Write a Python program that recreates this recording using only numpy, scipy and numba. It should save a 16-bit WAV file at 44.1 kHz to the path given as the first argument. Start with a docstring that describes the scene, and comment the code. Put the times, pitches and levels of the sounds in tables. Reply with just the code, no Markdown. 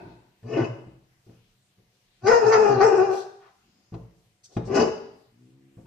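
"""First a trace of an earlier bark dies away and a soft thud lands; then a large dog gives a hoarse woof.
Three linked barks follow, then a last woof and a low growl, in a tiled hallway with hard, ringing walls.
The voice is a vibrating tone plus noise and overtones shaped by mouth resonances. Thuds are decaying sines
and noise, hisses are puffs of filtered noise, and a quiet hush with a faint hum lies underneath."""
import sys
import numpy as np
from scipy import signal
from scipy.fft import rfft, irfft
from scipy.io import wavfile
from scipy.ndimage import uniform_filter1d
from numba import njit

SR = 44100
rng = np.random.default_rng(int(sys.argv[2]) if len(sys.argv) > 2 else 0)


def pcm_store(signal):
    """Save signal as 16-bit PCM."""
    levels = np.round(np.clip(np.atleast_2d(signal), -1, 1) * 32767)
    wavfile.write(sys.argv[1], SR, levels.astype(np.int16).T)


N = 258426
T = np.arange(N) / SR  # time in s

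# Three linked barks on one breath: start_s, pitch_hz, effort_db
BARKS = [
    [(2.215, 372, -67), (2.242, 369.3, -37.5), (2.265, 391.2, -23), (2.295, 461.2, -13.5),
     (2.32, 482.4, -17.5), (2.355, 466, -17), (2.4, 442.8, -25), (2.47, 424.7, -19)],
    [(2.505, 437.2, -18.5), (2.53, 449, -22.5), (2.59, 430, -19), (2.62, 419.7, -20.5), (2.66, 408.7, -20),
     (2.71, 410.2, -19), (2.77, 398, -28)],
    [(2.805, 396.4, -21.5), (2.842, 445.2, -13), (2.885, 412, -22), (2.93, 394.8, -23),
     (3.01, 382.4, -20.5), (3.07, 390, -29), (3.14, 392, -29), (3.2, 390, -40)],
]
# Layers of the bark beside its tone: chest_db, mouth_db, rasp_db, breath_db, throat_puffs_db
BARK_MIX = (-48, -5, -24, -25, -20.5)
# Resonances of the nearly closed mouth: centre_hz, width_hz, level_db
BARK_MOUTH = [(585, 260, 3), (850, 260, 3), (1264.5, 770, -4), (1770, 570, -10)]
# Resonances of the rasp: centre_hz, width_hz, level_db
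BARK_RASP = [(2300, 450, 0), (2700, 450, 0)]


def barks():
    """Fairly clear barks: the folds vibrate with little roughness."""
    return voice(BARKS, 0.21, BARK_MIX, BARK_MOUTH, BARK_RASP)


# Hoarse woofs: start_s, pitch_hz, effort_db
WOOFS = [
    [(.42, 436, -73.5), (.47, 433.8, -49.5), (.53, 451.7, -33), (.562, 450.7, -33), (.575, 327.7, -21.5),
     (.605, 333.9, -27), (.63, 428.1, -32), (.66, 395.8, -41.5), (.69, 390.8, -52)],
    [(4.67, 385.5, -44.5), (4.71, 385.5, -33), (4.745, 400.9, -22.5), (4.775, 390.5, -18.5),
     (4.825, 393, -21), (4.86, 377, -36.5), (4.885, 381, -29)],
]
# Layers of the woof beside its tone: chest_db, mouth_db, rasp_db, breath_db, throat_puffs_db
WOOF_MIX = (-27.5, -9, -24, -31, -3.5)
# Resonances of the nearly closed mouth: centre_hz, width_hz, level_db
WOOF_MOUTH = [(606, 120, 7), (1000, 310, -0.5), (1673, 120, -3), (2160, 550, -9.5)]
# Resonances of the rasp: centre_hz, width_hz, level_db
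WOOF_RASP = [(2100, 300, -1), (2580, 150, 7), (2930, 150, 5)]


def woofs():
    """Hoarse woofs: rougher folds and stronger throat puffs."""
    return voice(WOOFS, 0.3, WOOF_MIX, WOOF_MOUTH, WOOF_RASP)


# The jaw snaps open in a bright burst:
# start_s, length_s, mouth_db, rasp_db, breath_db, main_resonance_start_hz, main_resonance_end_hz
OPENINGS = [(0.526, 0.022, -48.5, -36.5, -72.5, 1500, 1500), (0.586, 0.038, -38, -52.5, -54, 1500, 1500),
            (0.63, 0.012, -51.5, -36, -50, 1500, 1500), (2.256, 0.025, -18.5, -45, -31, 1480, 1540),
            (2.3, 0.015, -19, -41, -46.5, 1450, 1400), (2.508, 0.041, -17.5, -41.5, -34.5, 1480, 1320),
            (2.794, 0.024, -18, -53, -39.5, 1200, 1440), (4.736, 0.039, -29, -40, -37, 1500, 1500),
            (4.783, 0.035, -35, -41, -35, 1480, 1450)]
OPEN_ATTACK_S, OPEN_RELEASE_S = 0.016, 0.018
OPEN_NOISE = 1  # extra turbulence through the open jaw
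# Resonances of the wide open mouth, the third is the main one: centre_hz, width_hz, level_db
OPEN_MOUTH = [(660, 460, -10.5), (1040, 500, -2), (1396, 140, 2.5), (1857, 360, -4.5)]
# Resonances of the breath before they move: centre_hz, width_hz, level_db
BREATH = [(4250, 600, -14), (5320, 700, 3), (5860, 340, -7.5), (6450, 580, 0), (7360, 860, -4.5),
          (10900, 7000, -24.5)]
# Path of the second breath resonance; all the others shift by the same ratio: time_s, centre_hz
BREATH_HZ = [(.55, 5020), (.66, 5400), (2.27, 4704), (2.33, 5356), (2.48, 5150), (2.525, 4750),
             (2.59, 5250), (2.66, 5150), (2.72, 4500), (2.8, 4500), (2.85, 5300), (3.1, 5155), (4.72, 5300),
             (4.78, 4940), (4.84, 5307)]
# Chest, mouth, rasp and breath rise FOLLOW dB per dB of effort; the mix levels hold at FULL_DB effort
FOLLOW, FULL_DB = 0.81, -20
HALF_S, HALF_LENGTH_S, HALF_DB = 2.56, 0.14, -42.5  # the folds briefly double their period


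def voice(tables, rough, mix, mouth, rasp):
    """Vocal folds: strong fundamental, overtones through the mouth, chest rattle, breath gated each cycle."""
    s, *columns = np.concatenate(tables).T
    hz, db = (uniform_filter1d(np.interp(T, s, column), 441) for column in columns)
    layer_gains = [undb(FULL_DB + FOLLOW * (db - FULL_DB) + level) for level in mix[:4]]
    chest_gain, closed_gain, rasp_gain, breath_gain = layer_gains
    open_gain = 0
    for start, length, open_db, rasp_db, breath_db, _, _ in OPENINGS:
        shape = swell(start, length, OPEN_ATTACK_S, OPEN_RELEASE_S)
        open_gain = open_gain + undb(open_db) * shape
        rasp_gain = rasp_gain + undb(rasp_db) * shape
        breath_gain = breath_gain + undb(breath_db) * shape

    # jaw and lips are factors that shift the resonances
    start, length, *_, start_hz, end_hz = np.transpose(OPENINGS)
    jaw_times = np.ravel([start, start + length + OPEN_RELEASE_S], "F")
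    jaw = np.interp(T, jaw_times, np.ravel([start_hz, end_hz], "F")) / OPEN_MOUTH[2][0]
    lips = np.interp(T, *np.transpose(BREATH_HZ)) / BREATH[1][0] * (1 + 0.038 * walk(25))

    # rows close in time belong to one breath
    sounding = sum((T >= a) & (T < b) for a, b in zip(s, s[1:]) if b - a < 0.5)
    on = uniform_filter1d(sounding * 1.0, 661)
    phase = 2 * np.pi * np.cumsum(hz * (1 + 0.15 * rough * walk(160))) / SR
    shimmer = undb(6 * rough * walk(120))
    gate = (1 + np.cos(phase)) / 2

    # hoarse folds leak puffs that ring the throat instead of a clean tone
    throat = unit(peak(rng.standard_normal(N), 280, 430))
    tone = np.sqrt(2 - 2 * rough) * np.sin(phase) * shimmer + undb(mix[4]) * throat
    buzz = sum(np.cos(k * phase) for k in range(2, 9)) * shimmer
    gated_noise = gate * rng.standard_normal(N)
    push = (1 - rough) * unit(buzz) + 8.0 * (rough + 0.06) * gated_noise
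    air = (0.61 + gate) * rng.standard_normal(N)

    # the jaw opens wider on higher notes
    opening = (hz / hz[on > 0].mean()) ** 0.6
    half_shape = swell(HALF_S, HALF_LENGTH_S, RATTLE_ATTACK_S, RATTLE_RELEASE_S)
    half = undb(HALF_DB) * half_shape * np.sin(phase / 2)

    closed = closed_gain * tract(push, mouth, opening)
    wide = open_gain * tract(push + OPEN_NOISE * air, OPEN_MOUTH, jaw)
    rasping = rasp_gain * tract(push, rasp, np.ones(N))
    breath = breath_gain * undb(3.5 * walk(20)) * tract(air, BREATH, lips)
    return on * (undb(db) * tone + chest(chest_gain) + half + closed + wide + rasping + breath)


# The chest rattles, mostly before the mouth opens:
# start_s, length_s, level_db, start_pitch_hz, end_pitch_hz, overtones_db
RATTLES = [(0.423, 0.074, -46.5, 109.3, 126.7, -8.5), (0.526, 0.04, -33.5, 117, 129.8, -9.5),
           (0.585, 0.049, -30, 125.5, 124.2, -12), (2.22, 0.028, -31.5, 135.7, 120.4, -9),
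           (2.435, 0.063, -31, 140.1, 119.4, -11.5), (2.68, 0.1, -32.5, 141.8, 122.6, -8),
           (2.956, 0.07, -43.5, 149.3, 104.8, -18), (4.675, 0.054, -31, 98.56, 129.9, -0.5),
           (4.743, 0.065, -40.5, 136.6, 164.3, 9.5)]
RATTLE_ATTACK_S, RATTLE_RELEASE_S = 0.028, 0.0075
# Overtones of the rattle: multiple, level_db
CHEST_ORDERS = [(2, 0.5), (3, -9.5), (4, -7), (5, -11)]


def chest(gain):
    """A slow second vibration deep in the throat, gliding through each rattle."""
    s, length, _, start_hz, end_hz, _ = np.transpose(RATTLES)
    hz = np.interp(T, np.ravel([s, s + length], "F"), np.ravel([start_hz, end_hz], "F"))
    low = 2 * np.pi * np.cumsum(hz * (1 + 0.03 * walk(40))) / SR
    overtones = sum(undb(db + 1.1 * walk(31)) * np.cos(k * low) for k, db in CHEST_ORDERS)
    out = gain * np.sin(low)
    for start, held, db, *_, over_db in RATTLES:
        shape = swell(start, held, RATTLE_ATTACK_S, RATTLE_RELEASE_S)
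        out = out + undb(db) * shape * (np.sin(low) + undb(over_db) * overtones)
    return np.sqrt(2) * out * undb(4.7 * walk(35))


def tract(x, modes, opening):
    """Resonances, each applied twice, shifted together by the mouth opening."""
    total = 0
    for k, (hz, width, db) in enumerate(modes):
        once = glide(x, hz * opening, 1.0 * width)
        twice = glide(once, hz * opening, 1.0 * width)
        total = total + (-1) ** k * undb(db) * twice  # neighbours have opposite signs
    return unit(total)


@njit
def glide(x, hz, width):
    """State-variable band-pass with a moving centre."""
    y, band, low = np.empty(len(x)), 0., 0.
    for i in range(len(x)):
        g, k = np.tan(np.pi * hz[i] / SR), width / hz[i]
        v = (band + g * (x[i] - low)) / (1 + g * (g + k))
        band, low, y[i] = 2 * v - band, low + 2 * g * v, k * v
    return y


def swell(s, length, attack, release):
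    """Envelope: smooth rise, hold until the length is up, exponential fall."""
    rise = np.clip((T - s) / attack, 0, 1) ** 2
    return rise * np.exp(-np.maximum(T - s - length, 0) / release)


# The low growl: start_s, pitch_hz, level_db
GROWL = [(5.299, 52.54, -85), (5.339, 56.3, -64), (5.41, 62, -59), (5.481, 64.95, -61),
         (5.62, 67.57, -61.5), (5.751, 66.4, -62.5)]
# Strength of each multiple of the growl's pitch: multiple, level_db
GROWL_ORDERS = [(1, -23.5), (2, 5.5), (3, -3), (4, 2), (5, -3), (6, -11.5), (7, -15), (8, -20)]


def growl():
    """Slow, nearly even fold pulses behind a closed mouth."""
    s, hz, db = np.transpose(GROWL)
    phase = 2 * np.pi * np.cumsum(np.interp(T, s, hz) * (1 + 0.012 * walk(60))) / SR
    stack = sum(undb(d + 1.5 * walk(30)) * np.cos(k * phase) for k, d in GROWL_ORDERS)
    return unit(stack) * undb(np.interp(T, s, db)) * (T > s[0])


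# Soft thuds on the floor: start_s, level_db, slap_db (slap relative to the thud)
THUDS = [(0.061, -40, -21.5), (0.429, -47, -9.5), (0.866, -43, -30), (1.265, -49.5, -21),
         (1.292, -46.5, -18.5), (1.783, -58, -14), (3.922, -34.5, -25), (3.94, -36, -8), (4.566, -22, -11),
         (5.771, -42, -28)]
# Resonances of the floor: pitch_hz, level_db, time_to_fall_60_db_s
FLOOR_MODES = [(30.2, -23, .25), (58, -8, 0.3), (120, 2, 0.15), (169.6, 2, 0.14), (215, -10.5, 0.2),
               (321.2, -7.5, 0.18), (563, -14.5, 0.091)]
SLAP_RISE_S, SLAP_DECAY_S = 0.00051, 0.006


def thuds():
    """A soft push rings the floor; a brief slap rides on it."""
    size = 8820  # samples, 0.2 s
    out, t = np.zeros(N + size), T[:size]
    rise = 1 - np.exp(-t / 0.0017)
    body = ring(FLOOR_MODES, size=size) * rise
    slap_shape = (1 - np.exp(-t / SLAP_RISE_S)) * np.exp(-t / SLAP_DECAY_S)
    for s, db, slap_db in THUDS:
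        grit = rng.standard_normal((2, size))
        rumble = unit(peak(grit[0], 160, 320)) * rise * np.exp(-t / 0.037)
        slap = unit(peak(grit[1], 700, 1500)) * slap_shape
        i = int(s * SR)
        out[i:i + size] += undb(db) * (body / np.abs(body).max() + 0.31 * rumble + undb(slap_db) * slap)
    return out[:N]


# Short hisses and huffs: middle_s, length_s, level_db, centre_hz, width_hz
HISSES = [(3.155, 0.095, -58.5, 10550, 6410), (3.172, 0.13, -53, 5000, 4900),
          (3.455, 0.11, -61.5, 1203, 1187), (3.734, 0.2, -73, 200, 122.7), (3.77, .26, -79.5, 4950, 704),
          (3.769, 0.48, -79.5, 6860, 683), (4.45, 0.029, -53.5, 6160, 3990),
          (4.537, 0.084, -65.5, 441, 516), (4.545, 0.065, -63.5, 5260, 5020),
          (4.668, 0.042, -59, 5900, 3820)]


def hisses():
    """Soft-edged puffs of noise, each filtered around one pitch region."""
    total = 0
    for s, length, db, hz, width in HISSES:
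        puff = unit(peak(rng.standard_normal(N), hz, width))
        total = total + undb(db) * puff * np.exp(-((T - s) / length * 2) ** 4)
    return total


BANDS_HZ = 30 * 2 ** np.arange(0, 9.2, 0.5)  # half-octave band centres
# Ringing and direct sound of the hall: band_hz, time_to_fall_60_db_s, tail_db, direct_db
HALL = [(40.28, 0.76, -1.5, -3.5), (132.8, 0.81, -0.5, 4.5), (251, 0.61, -0.5, 3), (420, .6, 4.5, 1),
        (735, 0.61, 5, -7.5), (1820, 0.74, -3, -5), (2620, 0.6, -1.5, -2), (3600, 1, -1.5, -10),
        (5000, 0.6, 3.5, -3.5), (12000, 0.41, -8.5, -23)]
# Standing waves between the walls: pitch_hz, level_db, time_to_fall_60_db_s
HALL_MODES = [(82, -14, .4), (123, -20, 0.31), (259, -6.5, 0.22), (330, -12, 0.77), (386.5, -1.5, 0.28),
              (447.7, 1.5, 0.55), (688, -12, 0.59), (1520, -3.5, 0.62), (2590, -14.5, 0.38)]
EARLY_DB, EARLY_S = 15, 0.0067  # boost at the start of the tail and how fast it fades
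PORT_LAG_S = 0.00028  # delay of the standing waves at the second microphone port


def hall(dry):
    """Direct sound, strong early echoes, a diffuse tail decaying band by band, standing waves between the walls."""
    size, tail = SR, 0
    for hz in BANDS_HZ:
        tail_db = on_log(HALL, hz, count=2) - 60 * T[:size] / on_log(HALL, hz)
        tail = tail + pair(size, hz) * undb(tail_db)
    tail = tail * (1 + undb(EARLY_DB) * np.exp(-T[:size] / EARLY_S))
    # the ports sit at different points of each standing wave
    waves = np.array([ring(HALL_MODES, size=size), ring(HALL_MODES, size=size, lag_s=PORT_LAG_S)])
    response = tail / np.sqrt(np.sum(tail ** 2) / 2) + undb(-54.0) * waves
    direct = colour(dry, lambda hz: on_log(HALL, hz, count=3))
    return direct + signal.fftconvolve(dry[None], response, axes=1)[:, :N]


# How alike left and right are: pitch_hz, correlation (1 = identical)
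HALL_LIKENESS = [(60, 0.94), (150, 0.9), (350, 0.86), (700, 0.15), (2000, 0.013), (12000, 0.016)]


def pair(size, hz):
    """Half-octave noise for both ports, alike in the bass."""
    sos = signal.butter(2, [hz / 2 ** 0.25, hz * 2 ** 0.25], "band", fs=SR, output="sos")
    mid, side = signal.sosfilt(sos, rng.standard_normal((2, size)))
    c = np.clip(on_log(HALL_LIKENESS, hz), -0.9, 0.99)
    return np.sqrt((1 + c) / 2) * mid + np.sqrt((1 - c) / 2) * side * np.array([[1], [-1]])


# Colour of the room hush: pitch_hz, level_db (per Hz)
QUIET = [(15, -32), (25, -1.5), (53, -20), (109, 2), (154, -10), (212, -11), (652, -13), (726, -20),
         (786, -18), (2170, -15), (5250, -19.5), (9700, -27.5), (14900, -29.5)]
QUIET_DB = -68.5  # overall level of the hush
# Faint steady tones: pitch_hz, level_db
HUM = [(100, -84), (129, -89.5), (194, -82.5), (727, -87)]
# Colour of an earlier bark that still rings out: pitch_hz, level_db (per Hz)
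RINGING = [(35, -39), (60, -4), (271, -2.5), (361, 7), (482, -11.5), (703, 0.5), (768, -11.5), (917, 4),
           (1050, -15.5), (1350, -22), (1500, -5.5), (1650, -21), (2400, -26.5), (2600, -13), (2840, -40.5),
           (4520, -31), (12000, -71), (15600, -104), (22000, -120)]
RINGING_DB = -45  # its level over the first 0.03 s


def background():
    """Room hush that flickers band by band, faint hum, and the fading earlier bark."""
    hush, fading = 0, 0
    for hz in BANDS_HZ:
        noise = pair(N, hz)
        hush = hush + undb(on_log(QUIET, hz) + (2.5 + 150 / hz) * walk(13)) * noise
        fading = fading + undb(-60 * T / on_log(HALL, hz)) * noise
    hum = sum(undb(db + 1.0 * walk(2.9)) * np.sqrt(2) * np.sin(2 * np.pi * hz * T) for hz, db in HUM)
    fading = colour(fading, lambda hz: on_log(RINGING, hz))
    start = np.sqrt(np.mean(fading[:, :1323] ** 2))
    return undb(QUIET_DB) * unit(hush) + hum + undb(RINGING_DB) * fading / start


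def undb(db):
    """Turn decibels into a plain multiplier."""
    return 10 ** (np.asarray(db) / 20)


def unit(x):
    """Scale to an average (rms) level of 1."""
    return x / np.sqrt(np.mean(x ** 2))


def on_log(table, hz, count=1):
    """Read one column of a (Hz, value, ..) table on a log axis."""
    rows = np.transpose(table)
    return np.interp(np.log(np.maximum(hz, 1)), np.log(rows[0]), rows[count])


def colour(x, db_of_hz):
    """Weight the spectrum."""
    size = x.shape[-1]
    return irfft(rfft(x) * undb(db_of_hz(np.fft.rfftfreq(size, 1 / SR))), size)


def peak(x, hz, width):
    """Resonance applied twice: steep skirts."""
    b, a = signal.iirpeak(hz, hz / width, SR)
    return signal.lfilter(b, a, signal.lfilter(b, a, x))


def ring(modes, size, lag_s=0.):
    """Decaying sines of a mode table."""
    t = T[:size]
    return sum(undb(db - 60 * t / t60) * np.sin(2 * np.pi * hz * (t - lag_s)) for hz, db, t60 in modes)


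def walk(rate):
    """Smooth random wander around zero, rms 1, with about `rate` new values a second."""
    k = int(SR / rate)
    steps = np.repeat(rng.standard_normal(N // k + 1), k)
    return unit(uniform_filter1d(uniform_filter1d(steps, k), k)[:N])


def scene():
    """The dog, the thuds and the hisses sound in the hall, over the background."""
    near = undb(-3.5) * (barks() + woofs()) + growl() + thuds() + hisses()
    return hall(near) + background()


# Colour difference of the two microphone ports: pitch_hz, left_minus_right_db
PORTS = [(60, -3.5), (110, -1), (200, 2.5), (370, 2), (690, 2), (1260, 1.5), (2320, 3.5), (4270, 4.5),
         (7850, -4.5), (14400, -1.5)]
TOP_HZ = 14800  # upper limit of the sound


def record(dry):
    """The two ports differ in colour; loud peaks are rounded and the top is cut."""
    left = colour(dry[0], lambda hz: on_log(PORTS, hz) / 2)
    right = colour(dry[1], lambda hz: -on_log(PORTS, hz) / 2)
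    rounded = np.tanh(1.2 * np.array([left, right])) / 1.2
    return signal.sosfilt(signal.ellip(8, 0.2, 70, TOP_HZ, fs=SR, output="sos"), rounded)


dry = scene()
out = record(dry)
pcm_store(out)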